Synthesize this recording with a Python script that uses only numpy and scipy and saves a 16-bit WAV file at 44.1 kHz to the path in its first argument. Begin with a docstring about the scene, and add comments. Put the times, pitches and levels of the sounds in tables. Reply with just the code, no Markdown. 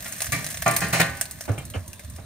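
"""Closing a barrel smoker

Outdoors, a stereo microphone close by the smoker. Embers pop, tick and sizzle inside while the loose
sheet-metal door scrapes and clangs on the rim of the opening, then slides home with dull thuds.
The crackle fades as the door covers it; a low open-air rumble lies under everything."""
import sys
import numpy as np
from scipy import signal
from scipy.fft import rfft, irfft, next_fast_len
from scipy.io import wavfile
from scipy.ndimage import uniform_filter1d

SR = 44100
rng = np.random.default_rng(int(sys.argv[2]) if len(sys.argv) > 2 else 0)


def file_out(sig):
    """Save sig as 16-bit WAV at sys.argv[1]."""
    # one column per channel
    cols = np.atleast_2d(sig).T
    # limit, then scale
    lim = np.clip(cols, -1, 1)
    pcm = np.round(lim * 32767).astype(np.int16)
    wavfile.write(sys.argv[1], SR, pcm)


N = 99225

CORNER, EDGE, RIM = range(3)  # places where the door strikes
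# stereo image of the door and the open air: f/Hz, left-right correlation
OUTSIDE_IMAGE = [(100, 0.98), (300, 0.7), (2000, 0.47), (4500, 0.14), (9000, 0.61)]
# stereo image of the fire: f/Hz, left-right correlation
FIRE_IMAGE = [(2000, 0.37), (4500, 0.09), (9000, 0.89)]


def amp(db):
    """Decibels to gain."""
    return 10 ** (np.asarray(db) / 20)


def read(points, hz):
    """Interpolates a table over log frequency."""
    f, value = np.transpose(points)
    return np.interp(np.log(hz + 1), np.log(f + 1), value)


def add(mix, start_s, sound):
    """Mixes a stereo sound in at start_s."""
    part = mix[:, max(round(start_s * SR), 0):][:, :sound.shape[1]]
    part += sound[:, :part.shape[1]]


def colour(x, points, tilt_db=0):
    """Minimum-phase filter through (f/Hz, gain/dB) points, tilted by tilt_db per octave about 1 kHz."""
    size = next_fast_len(x.shape[1] // 2 + 2048) * 2
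    hz = np.fft.rfftfreq(size, 1 / SR)
    octaves = np.log2(np.maximum(hz, 100) / 1000)
    cepstrum = irfft(np.log(amp(read(points, hz) + tilt_db * octaves)))
    cepstrum[1:size // 2] *= 2
    cepstrum[size // 2 + 1:] = 0
    return irfft(rfft(x, size) * np.exp(rfft(cepstrum)))[:, :x.shape[1]]


def noise(size, image):
    """White stereo noise with the left-right correlation given by image."""
    a, b = rfft(rng.standard_normal((2, size)))
    alike = np.clip(read(image, np.fft.rfftfreq(size, 1 / SR)), -1, 1)
    mid, side = a * np.sqrt((1 + alike) / 2), b * np.sqrt((1 - alike) / 2)
    return irfft(np.array([mid + side, mid - side]), size)


def fade(t, t60):
    """Holds until t = 0, then falls 60 dB every t60 seconds."""
    return np.exp(-np.log(1000) * np.maximum(t, 0) / t60)


def open_air(drift_db=3.5):
    """Low outdoor rumble and faint hiss, drifting in patches of time and frequency."""
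    # outdoor background: f/Hz, level/dB
    background = [(20, -28), (45, -14), (78, -12.5), (115, -20), (170, -27.5), (240, -31), (380, -44.5),
                  (500, -49), (610, -33), (760, -57), (1000, -44.5), (2000, -65.5), (4000, -50),
                  (5500, -63), (9000, -52), (16000, -75)]
    spectra = signal.stft(noise(N, OUTSIDE_IMAGE), nperseg=1024)[2]
    patches = rng.standard_normal(spectra.shape[1:])
    for axis in (0, 1):
        patches = uniform_filter1d(patches, size=8, axis=axis)
    drifting = signal.istft(spectra * amp(drift_db * patches / patches.std()))[1]
    return colour(drifting[:, :N], background)


def ember_pop(rise_s=0.00037, decay_s=0.0018, echo_s=0.0033, echo_decay_s=0.0051, size=6144):
    """An ember snaps at its own pitch; the barrel's back wall returns it and it dies away inside."""
    t = np.arange(size) / SR
    direct = rng.choice([-1., 1.], size) * np.minimum(t / rise_s, 1) * np.exp(-t / decay_s)
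    echo = amp(-9) * (t > echo_s) * np.exp(-np.maximum(t - echo_s, 0) / echo_decay_s)
    tail = amp(-13) * fade(t, t60=0.13)
    snap = direct + noise(size, FIRE_IMAGE) * np.hypot(echo, tail)
    hz, width = 4360 * 2 ** (1.23 * rng.standard_normal()), 2 ** 0.43
    return colour(snap, [(hz / width, -1), (hz, 5.5), (hz * width, -1)])


def fire(ticks_per_s=90, resonance_step_hz=104.55):
    """Loud pops over small ticks and a sizzle, coloured by the barrel's crowded air resonances."""
    # single loud embers: t/s, level/dB, body up to 2.2 kHz/dB
    embers = [(.0056, -14.5, 0.5), (0.0245, -14.5, 3.5), (0.0603, -22, -11), (0.0814, -10, -21),
              (0.1238, -9, -2), (0.1837, -13, -19), (0.2047, -7, 4), (.219, 1.5, -2), (0.244, -10, 6),
              (0.2586, -8.5, -24), (0.2676, -11, 5), (0.3207, -1, 2), (0.444, -6, -2.5), (0.465, -5, 0.5),
              (.5013, -17, -20), (.508, -9, -4), (0.5435, -14, 9.5), (0.5725, -10.5, 2),
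              (0.6219, -5.5, 6.5), (0.6797, -2.5, -6), (0.7108, 1, -27), (0.7386, -9.5, -6),
              (0.7642, 4.5, 0), (.7849, -9.5, -2), (0.8059, -4, -2), (0.885, -12, -7), (1.2118, 1, 1.5),
              (1.2546, -13, 1), (1.3107, -7.5, -8), (1.4084, -9, 0), (1.454, -16, -3), (1.5846, -16.5, -19),
              (1.652, -14, -16), (1.7007, -14.5, -7), (1.8791, -14, -14), (1.9311, -14, -2.5),
              (1.994, -17.5, 1.5), (2.047, -21.5, 3.5), (2.0995, -16.5, -11), (2.163, -21.5, 1)]
    # tone of the whole fire: f/Hz, gain/dB
    fire_tone = [(100, -22.5), (420, -29), (660, -9.5), (830, -20.5), (1200, -17.5), (1800, -9),
                 (2450, -13), (3300, -17.5), (4600, -17), (6800, -10.5), (9000, -11.5), (12000, -11.5),
                 (14500, -14.5), (16000, -21)]
    # sizzle ahead of that tone: f/Hz, level/dB
    sizzle_tone = [(600, -31), (2000, -30.5), (4000, -32), (9000, -37.5), (14000, -31.5)]
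    # ticks and sizzle sinking as the door covers them: t/s, level/dB
    covering = [(0, 5), (.28, 7.5), (0.601, 5.5), (1.15, 2.5), (1.42, -1.5), (1.552, -4), (1.8, -6.5),
                (2.25, -8.5)]
    pops, ticks = np.zeros((2, 2, N))
    for start_s, db, body_db in embers:
        add(pops, start_s, amp(db) * colour(ember_pop(), [(2200, body_db), (8000, 0)]))
    sizzle = colour(noise(N, FIRE_IMAGE), sizzle_tone)
    resonances = [(k * resonance_step_hz, db) for k, db in enumerate(rng.normal(0, 2, 160))]
    ticking = rng.random(N) < ticks_per_s / SR
    tick_db = -28 + 3 * np.minimum(rng.exponential(1, N), 3)
    for at in np.flatnonzero(ticking):
        add(ticks, at / SR, amp(tick_db[at]) * ember_pop())
    opening = amp(np.interp(np.arange(N) / SR, *np.transpose(covering)))
    crackle = pops + opening * (ticks + sizzle)
    return colour(colour(crackle, fire_tone), resonances)


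def sheet_modes(count=620):
    """The door's crowded weak modes: frequencies and uneven heights, at unit total power."""
    position, strength = rng.random(count), rng.standard_normal(count)
    hz = 90 + 16000 * position ** 1.6
    height = amp(np.clip(strength, -2, 1.5)) * position ** .3
    return hz, height / np.sqrt(np.sum(height ** 2) / 2)


def sheet_wash(hz, height, size):
    """All the weak modes ring together, the high ones dying first."""
    # ring time of the sheet: f/Hz, t60/s
    ring_times = [(100, 0.82), (500, 0.51), (2000, 0.6), (4000, 0.5), (8000, 0.38), (15000, 0.18)]
    phase = rng.uniform(0, 2 * np.pi, len(hz))
    alike = np.clip(read(OUTSIDE_IMAGE, hz), 1e-2, 1)
    apart = np.sqrt(-2 * np.log(alike)) * rng.standard_normal(len(hz))
    lines = np.zeros((2, size // 2 + 1), complex)
    bins = np.round(hz * size / SR).astype(int)
    lines[:, bins] = height * size / 2 * np.exp(1j * np.array([phase, phase + apart]))
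    f, t, spectra = signal.stft(irfft(lines), SR, nperseg=256)
    return signal.istft(spectra * fade(t, read(ring_times, f)[:, None]), SR)[1][:, :size]


def chatter(size, slips_per_s=91, slip_s=0.007, power_share=0.78):
    """Uneven force of an edge that catches and slips on another."""
    slips = rng.random(size) < slips_per_s / SR
    force = signal.lfilter([1], [1, -np.exp(-1 / (slip_s * SR))], slips)
    return np.sqrt(1 - power_share + power_share * force ** 2 / (np.mean(force ** 2) + 1e-12))


def partials(t, hz, phase, apart, height=1):
    """Sum of sines whose left and right phases differ by `apart` radians."""
    angle = 2 * np.pi * hz * t + phase
    return np.array([(height * np.sin(angle + side * apart)).sum(0) for side in (-.5, .5)])


def door_knock(sheet, place, rise_s, contact_s, ring_db, clash_db, *band_db, size=28672):
    """A chattering contact sets the metal ringing in clear modes and a dense wash of weaker ones."""
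    # door and barrel modes: f/Hz, level/dB struck at the corner, at the edge, at the rim, t60/s
    modes = [(122, -23, -25, -16, .36), (166, -27, -22, -20, .25), (562, -42, -35, -40, .4),
             (607, -26, -38, -38, .22), (678, -19, -31, -22, .28), (775, -21, -36, -35, .2),
             (797, -46, -36, -44, .7), (1065, -26, -35, -36, .36), (1176, -18.5, -36, -21, .33),
             (1195, -40, -36, -36, .6), (1404, -25, -28, -36, .28), (1507, -44, -33, -40, .7),
             (1647, -38, -29, -31, .4), (1788, -27, -30, -31, .45), (1845, -38, -26, -22, .39),
             (1876, -32, -32, -23, .36), (2003, -37, -36, -34, .45), (2027, -29, -35, -34, .35),
             (2290, -31, -41, -14, .3), (2363, -29, -42, -40, .35), (2417, -37, -29, -36, .2),
             (2488, -28, -27, -23, .25), (2659, -44, -36, -42, .35), (3060, -44, -37, -42, .3),
             (4070, -39, -41, -33, .35), (4236, -48, -35, -44, .28), (4657, -50, -44, -46, .5)]
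    # tone of the sheet's wash and clash: f/Hz, gain/dB
    sheet_tone = [(40, -33), (80, -26), (140, 1), (260, -8), (450, -12.5), (700, -8), (1250, -12),
                  (1950, -3), (2500, -8), (3200, -15), (4300, -16.5), (5600, -19.5), (8500, -18),
                  (15000, -22)]
    t = np.arange(size) / SR
    hz, *struck_db, t60 = np.transpose(modes)[:, :, None]
    phase = rng.uniform(0, 2 * np.pi, hz.shape)
    apart = 0.75 * np.minimum(hz / 600, 1.4) * rng.choice([-1, 1], hz.shape)
    ring = partials(t, hz, phase, apart, amp(ring_db + struck_db[place]) * fade(t, t60))
    clash = amp(clash_db) * np.exp(-t / contact_s) * chatter(size) * noise(size, OUTSIDE_IMAGE)
    attack = np.minimum(t / rise_s, 1)
    clatter = colour(attack * (sheet_wash(*sheet, size) + clash), sheet_tone)
    bands = list(zip((170, 650, 2100, 6500), band_db))
    return attack * ring + colour(clatter, bands)


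def edge_ping(centre_hz, spread_octaves=0.35, count=12, size=4096):
    """The edge catches and a small patch of it rings in a cluster of short, unrelated partials."""
    t = np.arange(size) / SR
    hz = centre_hz * 2 ** (spread_octaves * rng.uniform(-0.86, 1, (count, 1)))
    phase, apart = rng.uniform(0, 2 * np.pi, (count, 1)), rng.standard_normal((count, 1))
    return partials(t, hz, phase, apart) / np.sqrt(count / 2) * fade(t, t60=0.13)


def door_seating(sheet, slide_s, scrape_db, tilt_db, ring_t60, boom_db, boom_hz, size=16384):
    """The door scrapes and bumps to a stop, damped by the hand, and thumps the air in the barrel."""
    # tone of the held door: f/Hz, gain/dB
    scrape_tone = [(50, -30), (120, -6.5), (230, -4), (420, -9.5), (800, -12.5), (980, -22.5),
                   (1400, -20.5), (2600, -31), (4000, -42.5), (8000, -49), (15000, -64)]
    stop_s, bump_s, boom_rise_s, boom_hold_s = 0.0065, 0.0084, 0.0094, 0.013
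    t = np.arange(size) / SR
    since_stop = np.maximum(t - slide_s, 0)
    pressure = 0.57 + 0.43 * np.minimum(t / slide_s, 1)
    rub = noise(size, OUTSIDE_IMAGE) * chatter(size) * np.exp(-since_stop / stop_s)
    ring = amp(-1.5) * fade(since_stop, ring_t60) * sheet_wash(*sheet, size)
    bump = amp(-1) * (since_stop > 0) * np.exp(-since_stop / bump_s) * noise(size, OUTSIDE_IMAGE)
    metal = colour(pressure * (rub + ring), scrape_tone, tilt_db)
    metal += colour(bump, scrape_tone, tilt_db - 2)  # duller than the scrape
    swell = np.minimum(since_stop / boom_rise_s, 1) * fade(since_stop - boom_hold_s, t60=0.14)
    boom = swell * np.sin(2 * np.pi * boom_hz * since_stop)
    return amp(scrape_db) * metal + amp(boom_db) * boom


def scene():
    """At the smoker: the door knocks, catches and slides home over the fire and the open air."""
    # loose door on the barrel: t/s, place, rise/s, contact/s, ring/dB, clash/dB,
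    # then the clatter's bass/dB, low-mid/dB, high-mid/dB, treble/dB
    knocks = [(0.05, EDGE, 0.012, 0.0092, -19.5, 19.5, -35, -34, -26.5, -24.5),
              (0.322, RIM, 0.0062, 0.023, -10, 0, -6, -15.5, -16.5, -8),
              (.659, CORNER, 0.0057, 0.0093, 1, 7, -6.5, -2.5, -10.5, -10.5),
              (.812, EDGE, 0.01, 0.02, -2, 5, -6, -11, -17, -10),
              (0.9256, EDGE, 0.0095, 0.0055, 0.5, 13, -8, -2.5, -10, -1),
              (0.9969, EDGE, 0.0027, 0.016, 2, 17, -12.5, -10, -14.5, -11)]
    # the edge catching: t/s, level/dB, centre f/Hz
    catches = [(.329, -27, 2000), (.9415, -30, 2540), (1.0185, -28, 3255), (1.5795, -37, 2495),
               (1.7385, -37, 2596)]
    # pushes home: t/s, slide/s, scrape/dB, tilt/(dB per octave), ring t60/s, boom/dB, boom f/Hz
    pushes = [(1.479, 0.0147, -3, 1, 0.82, -11.5, 105), (1.578, 0.0017, -11.5, 5, 0.7, -27.5, 134),
              (1.741, 0.018, -5, 3.5, 0.23, -17.5, 90.7), (2.036, 0.0057, -50, 2, 0.22, -28.5, 79),
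              (2.178, 0.011, -18, 2.5, 0.66, -27.5, 94.6)]
    mix, sheet = open_air(), sheet_modes()
    for start_s, *blow in knocks:
        add(mix, start_s, door_knock(sheet, *blow))
    for start_s, db, hz in catches:
        add(mix, start_s, amp(db) * edge_ping(hz))
    for start_s, *push in pushes:
        add(mix, start_s, door_seating(sheet, *push))
    return mix + fire()


def record(dry):
    """Stereo microphone: low cut, ports of unequal colour and phase, a treble dip and a band limit."""
    # low cut: f/Hz, gain/dB
    low_cut = [(20, -4), (42, -21), (75, -4), (200, 0.5)]
    # balance of the ports: f/Hz, left over right/dB
    balance = [(60, -3), (200, -2), (700, -2.5), (1300, 1.1), (2400, .4), (4400, -4), (8000, -0.2),
               (15000, .1)]
    # phase between the ports: f/Hz, left lead/rad
    left_lead = [(500, 0), (1100, 0.59), (1700, -1.06), (4000, 0.94), (7400, 2), (9400, 0), (11650, -3.5),
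                 (13400, -5), (14500, -11.5), (15800, -4)]
    dip_hz, dip_width_hz, limit_hz = 11570, 560, 15750
    hz = np.fft.rfftfreq(2 * N, 1 / SR)
    dip_db = -14 * np.exp(-((hz - dip_hz) / dip_width_hz) ** 2)
    side = np.array([[.5], [-.5]])
    ports = amp(dip_db + side * read(balance, hz)) * np.exp(1j * side * read(left_lead, hz))
    heard = irfft(rfft(colour(dry, low_cut), 2 * N) * ports)[:, :N]
    band_limit = signal.firwin(255, limit_hz, window=("kaiser", 9), fs=SR)
    return signal.oaconvolve(heard, band_limit[None], "same")


dry = scene()
out = record(dry)
file_out(out)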